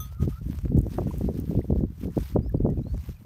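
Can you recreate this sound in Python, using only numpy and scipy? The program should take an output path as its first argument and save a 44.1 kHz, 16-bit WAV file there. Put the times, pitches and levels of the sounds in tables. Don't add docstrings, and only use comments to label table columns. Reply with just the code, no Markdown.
import sys
import numpy as np
from scipy import signal
from scipy.fft import rfft, irfft
from scipy.io import wavfile
from scipy.ndimage import uniform_filter1d

SR = 44100
rng = np.random.default_rng(int(sys.argv[2]) if len(sys.argv) > 2 else 0)


def file_out(sig):
    cols = np.atleast_2d(sig).T
    lim = np.clip(cols, -1, 1)
    pcm = np.round(lim * 32767).astype(np.int16)
    wavfile.write(sys.argv[1], SR, pcm)


N = 143325


def amp(db):
    return 10 ** (np.asarray(db) / 20)


def unit_rms(x):
    return x / np.sqrt(np.mean(x ** 2) + 1e-20)


def add(mix, start_s, sound):
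    part = mix[max(round(start_s * SR), 0):][:len(sound)]
    part += sound[:len(part)]


def curve(rows, column=1):
    rows = np.array(rows)
    return np.interp(np.arange(N) / SR, rows[:, 0], rows[:, column])


def noise(gain, size):
    hz = np.fft.rfftfreq(size, 1 / SR) + 1
    return unit_rms(irfft(gain(hz) * np.exp(2j * np.pi * rng.random(len(hz))), size))


def colour(points, tilt_db_oct=0):
    points_hz, db = np.transpose(points)
    return lambda hz: amp(np.interp(np.log(hz), np.log(points_hz), db) + tilt_db_oct * np.log2(hz))


def wander(rate_hz, size):
    return noise(lambda hz: np.exp(-(hz / rate_hz) ** 2), size)


def levelled(x, width, floor=1e-9):
    power = uniform_filter1d(uniform_filter1d(abs(x) ** 2, width), width)
    return x / np.sqrt(abs(power) + floor)


def grains(hz, cycles, per_s, spread_db):
    turns = np.arange(-1000, 1000) / SR * hz
    wavelet = np.exp(-(2 * turns / cycles) ** 2) * np.sin(2 * np.pi * turns)
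    sizes = amp(spread_db * np.minimum(rng.exponential(1, N), 4)) * rng.choice([-1, 1], N)
    hits = rng.random(N) < per_s / SR
    return signal.oaconvolve(sizes * hits, wavelet, "same")


def eddy_band(low_hz, top_hz, low_poles=6.7, top_poles=3.385):
    finest_eddy_hz = 2.61 * top_hz
    edges = lambda hz: (1 + (low_hz / hz) ** (2 * low_poles)) * (1 + (hz / top_hz) ** (2 * top_poles))
    return lambda hz: np.exp(-(hz / finest_eddy_hz) ** 3) / np.sqrt(edges(hz))


# f/Hz, relative level/dB
RUMBLE_SPECTRUM = [(15, -64), (25, -34), (35, -14), (50, -1), (72, 0.5), (100, -7), (140, -12), (220, -29),
                   (500, -96)]
# t/s, rumble level/dB, small-eddy flow level/dB
WIND_LEVELS = [(0, -34.5, -58.5), (0.18, -39.5, -49.5), (0.23, -20, -26.5), (0.29, -25, -36),
               (0.36, -41, -69), (0.49, -28, -35), (0.56, -34, -47.5), (0.68, -27.5, -46.5),
               (0.78, -18.5, -23.5), (0.9, -39.5, -46), (1.0, -30.5, -27.5), (1.17, -33.5, -40.5),
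               (1.28, -26, -32), (1.35, -39, -34.5), (1.59, -29, -31), (1.66, -40, -48.5),
               (1.73, -23.5, -31), (1.83, -28, -32), (1.97, -44.5, -49.5), (2.06, -33, -25),
               (2.13, -46, -52), (2.2, -27, -38), (2.29, -42, -55), (2.38, -25.5, -25), (2.5, -31.5, -49.5),
               (2.62, -25.5, -27), (2.78, -32.5, -35.5), (2.86, -36.5, -37), (2.96, -23, -52.5),
               (3.04, -46, -41), (3.1, -31.5, -52), (3.17, -51.5, -58), (3.25, -60, -36)]


def rumble():
    pressure = levelled(noise(colour(RUMBLE_SPECTRUM), N), width=int(0.12 * SR))
    return pressure * amp(curve(WIND_LEVELS, column=1))


def flutter(low_hz=97, top_hz=210.4, reference_db=-32, oct_per_db=0.04, uneven_db=5, gain_db=-4):
    flow_db = curve(WIND_LEVELS, column=2) + uneven_db * wander(rate_hz=51, size=N)
    shift_oct = np.clip(oct_per_db * (flow_db - reference_db), -1, 1)
    out = np.zeros(N)
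    for band_oct in (-1, -0.5, 0, 0.5, 1):
        share = np.maximum(1 - 2 * abs(shift_oct - band_oct), 0)
        eddies = noise(eddy_band(low_hz, top_hz * 2 ** band_oct), N)
        out += np.sqrt(share) * levelled(eddies, width=int(0.075 * SR))
    return out * amp(flow_db + gain_db)


def eddy_snaps(centre_hz=268.5, per_s=45, gain_db=2.5):
    pitches_hz = centre_hz * 2 ** np.linspace(-0.7, 0.7, 5)
    train = sum(grains(hz, cycles=0.84, per_s=per_s / len(pitches_hz), spread_db=2)
                * (centre_hz / hz) ** 2.97 for hz in pitches_hz)
    return train * amp(curve(WIND_LEVELS, column=2) + gain_db)


# f/Hz, relative level/dB
WASH_SPECTRUM = [(100, -0.5), (600, 16), (1400, 7.5), (3000, 1), (6000, -10), (10500, -25.5), (13500, 7),
                 (15700, -20)]


def distant_wash(level_db=-70.5):
    return noise(colour(WASH_SPECTRUM), N) * amp(level_db)


# f/Hz, relative level/dB
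RUSTLE_SPECTRUM = [(300, -3.5), (1000, 8.5), (2000, 5), (3300, 1.5), (5000, 1), (6200, 1), (7300, -4),
                   (9000, -0.5), (10500, -5.5), (13500, 4.5), (14600, 1.5), (15700, -8)]
# t/s, relative level/dB
RUSTLE_LEVELS = [(0.1, -64.5), (0.19, -73), (0.225, -54), (0.27, -67.5), (0.3, -60), (0.41, -68.5),
                 (0.53, -59), (0.6, -64.5), (0.74, -71.5), (0.85, -67), (0.93, -56.5), (1.06, -63.5),
                 (1.12, -59), (1.25, -61), (1.31, -64.5), (1.38, -60.5), (1.45, -66), (1.51, -61),
                 (1.74, -70.5), (1.785, -64), (1.85, -75.5), (1.96, -69.5), (2.04, -57), (2.08, -71),
                 (2.2, -55), (2.3, -55), (2.38, -73.5), (2.8, -72.5), (3.0, -64), (3.1, -58.5),
                 (3.17, -69.5), (3.25, -71.5)]


def rustle(gain_db=2, grain_db=2, patch_db=1.8, patch_hz=26):
    level_db = curve(RUSTLE_LEVELS) + gain_db + grain_db * wander(rate_hz=140, size=N)
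    spectrum = rfft(noise(colour(RUSTLE_SPECTRUM), N))
    band = (10 * np.sqrt(np.arange(len(spectrum)) / len(spectrum))).astype(int)
    hiss = sum(irfft(spectrum * (band == k), N) * amp(patch_db * wander(patch_hz, N))
               for k in range(band.max()))
    return hiss * amp(level_db)


def grit(per_s=700, gain_db=-64):
    pitches_hz = np.geomspace(2600, 13000, 9)
    rustle_db = curve(RUSTLE_LEVELS)
    train = sum(grains(hz, cycles=1.8, per_s=per_s / len(pitches_hz), spread_db=2.5)
                * np.sqrt(hz / pitches_hz[-1]) for hz in pitches_hz)
    return train * amp(gain_db + rustle_db - rustle_db.mean())


# f/Hz, relative level/dB
CONTACT_SPECTRUM = [(500, 27), (1500, 10.5), (5500, 7), (8000, 10), (10500, -3), (13500, 4), (16000, -9)]
# f/Hz, relative level/dB, free t60/s
BELL_MODES = [(1254, -43, .25), (3297, -55, .35), (3521, -49, .25), (6139, -43, .19), (6198, -49, .2),
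              (7967, -64, .2), (9012, -57, .3), (9728, -52, .19), (12039, -54, .2), (12690, -50, .19),
              (12778, -45, .19), (13262, -47, .12), (13395, -53, .2), (14473, -41, .19)]


def harness_bell(start_s=0.0016, rise_s=0.001, free_s=0.075, damping_db_per_s=420, gain_db=1.5):
    out, t = np.zeros(N), np.arange(SR) / SR
    chatter_db, chatter_s = -52 + 6 * wander(rate_hz=160, size=SR), 0.014
    ring = noise(colour(CONTACT_SPECTRUM), SR) * amp(chatter_db) * np.exp(-t / chatter_s)
    for hz, db, t60_s in BELL_MODES:
        rattle = 1 + 0.1 * wander(rate_hz=70.5, size=SR)
        damping_db = damping_db_per_s * np.maximum(t - free_s, 0) * (hz > BELL_MODES[0][0])
        envelope = amp(db - 60 * t / t60_s - damping_db)
        ring += envelope * rattle * np.sin(2 * np.pi * (hz * t + rng.random()))
    add(out, start_s, amp(gain_db) * ring * np.minimum(t / rise_s, 1))
    return out


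# t/s, length/s, start f/Hz, end f/Hz, mid-call level/dB
BIRD_CALLS = [(.005, 0.099, 3720, 4800, -68.5), (0.077, 0.14, 1310, 1395, -64.5),
              (0.177, 0.075, 1238, 1260, -54.5), (0.318, 0.026, 1190, 1320, -57),
              (0.337, 0.073, 1250, 1424, -60), (1.108, 0.0087, 910, 1040, -41.5),
              (1.613, 0.0064, 1770, 2140, -52.5), (1.948, 0.11, 6000, 6200, -89),
              (2.128, 0.076, 5050, 5300, -74), (2.41, 0.088, 4650, 5470, -69.5),
              (2.492, 0.013, 1780, 1640, -58.5), (2.569, 0.0117, 4800, 4470, -67),
              (2.674, 0.071, 1840, 1990, -69.5), (2.765, .04, 2780, 2200, -74),
              (2.827, 0.019, 3750, 4100, -67), (2.844, 0.11, 4040, 4680, -68),
              (3.143, 0.045, 2650, 2300, -69.5)]


def birds(waver=0.003, flicker_db=3.5):
    out = np.zeros(N)
    for start_s, length_s, from_hz, to_hz, db in BIRD_CALLS:
        progress = np.arange(0, length_s, 1 / SR) / length_s
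        hz = from_hz + (to_hz - from_hz) * progress
        hz *= 1 + waver * wander(rate_hz=260, size=SR)[:len(hz)]
        level_db = db + flicker_db * wander(rate_hz=140, size=SR)[:len(hz)]
        tone = np.sqrt(2) * np.sin(2 * np.pi * np.cumsum(hz) / SR)
        add(out, start_s, amp(level_db) * np.sin(np.pi * progress) * tone)
    return out


# t/s, peak level/dB, tilt/(dB/oct)
TACK_CLICKS = [(0.125, -40, -3), (.531, -33, -4.5), (0.547, -39, -1.5), (.588, -33, -2), (0.652, -32, -2.5),
               (0.682, -35, -4), (.772, -44, 4), (0.7872, -32, 12), (0.788, -45, 13), (0.8143, -31.5, 17.5),
               (1.183, -32.5, 17), (1.4, -33, 13.5), (2.494, -38.5, 24.5), (2.702, -44.5, 1.5),
               (2.978, -39.5, 1), (3.003, -53, -10)]


def tack(rise_s=0.00017, decay_s=0.001, ring_s=0.011, ring_db=-25.5):
    out, t = np.zeros(N), np.arange(SR // 20) / SR
    envelope = np.minimum(t / rise_s, 1) * (np.exp(-t / decay_s) + amp(ring_db) * np.exp(-t / ring_s))
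    for start_s, db, tilt_db_oct in TACK_CLICKS:
        tick = envelope * noise(colour(CONTACT_SPECTRUM, tilt_db_oct), len(t))
        add(out, start_s, amp(db) * tick / abs(tick).max())
    return out


# t/s, length/s, relative level/dB, body's upper edge f/Hz
STRONG_EDDIES = [(0.216, 0.028, -31.5, 338), (0.275, 0.012, -22.5, 315), (0.414, 0.01, -37, 274),
                 (0.648, 0.018, -25.5, 287), (0.714, 0.021, -22.5, 287), (0.746, 0.011, -14.5, 222),
                 (0.772, 0.019, -23.5, 275), (0.843, 0.041, -31, 410), (0.983, 0.011, -21.5, 680),
                 (0.998, 0.0067, -26.5, 350), (1.01, 0.015, -29, 460), (1.066, 0.011, -29, 420),
                 (1.135, 0.015, -32, 370), (1.207, 0.014, -25, 386), (1.28, 0.019, -23, 414),
                 (1.387, 0.0068, -20, 253), (1.43, 0.02, -48, 312), (1.503, 0.02, -29, 370),
                 (1.546, 0.014, -24.5, 357), (1.576, 0.03, -20, 306), (1.642, 0.012, -31.5, 363),
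                 (1.701, 0.0098, -16.5, 342), (1.72, 0.015, -21, 370), (1.75, 0.017, -22.5, 357),
                 (1.806, 0.0078, -26, 354), (1.835, 0.012, -26.5, 406), (2.046, 0.018, -28, 335),
                 (2.072, 0.027, -34.5, 392), (2.169, 0.015, -17, 396), (2.357, 0.013, -14, 475),
                 (2.458, 0.012, -34, 400), (2.543, 0.012, -18.5, 367), (2.603, 0.0089, -23, 320),
                 (2.645, 0.015, -16, 319), (2.658, 0.016, -19, 444), (2.68, 0.027, -23, 375),
                 (2.761, 0.03, -31.5, 314), (2.787, 0.019, -25.5, 344), (2.863, 0.017, -34.5, 430),
                 (2.936, 0.015, -33.5, 400), (3.086, 0.012, -33.5, 323)]


def buffets(low_hz=97.2, rise_s=0.0013, fall_s=0.0053, tilt_db_oct=-3.5, core_db=-4, gain_db=-1.5):
    out, size, lead_s = np.zeros(N), 4096, 0.02
    t = np.arange(size) / SR - lead_s
    hz = np.fft.rfftfreq(size, 1 / SR) + 1
    for start_s, length_s, db, top_hz in STRONG_EDDIES:
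        envelope = np.exp(-(np.minimum(t, 0) / rise_s) ** 2 - (np.maximum(t - length_s, 0) / fall_s) ** 2)
        spectrum = rfft(envelope * rng.standard_normal(size))
        spectrum = levelled(spectrum, width=int(1 / length_s / hz[1]) + 2, floor=1e-12)
        body = irfft(spectrum * eddy_band(low_hz, top_hz)(hz) * amp(tilt_db_oct * np.log2(hz)), size)
        core_s = lead_s + length_s * (0.45 + 0.2083 * rng.uniform(-1.012, 1))
        core_phase = 2 * np.pi * (rng.random() - hz * core_s)
        core = irfft(eddy_band(low_hz, 1.244 * top_hz)(hz) * np.exp(1j * core_phase), size)
        thump = unit_rms(unit_rms(body) + amp(core_db) * unit_rms(core))
        add(out, start_s - lead_s, thump * np.sqrt(length_s * SR / size) * amp(db + gain_db))
    return out


def scene():
    return (rumble() + flutter() + eddy_snaps() + distant_wash() + rustle() + grit()
            + harness_bell() + birds() + tack() + buffets())[None]


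def record(dry):
    cutoff_hz = 15700
    lowpass = signal.firwin(511, cutoff_hz, window=("kaiser", 9), fs=SR)
    return signal.oaconvolve(dry, lowpass[None], "same")


dry = scene()
out = record(dry)
file_out(out)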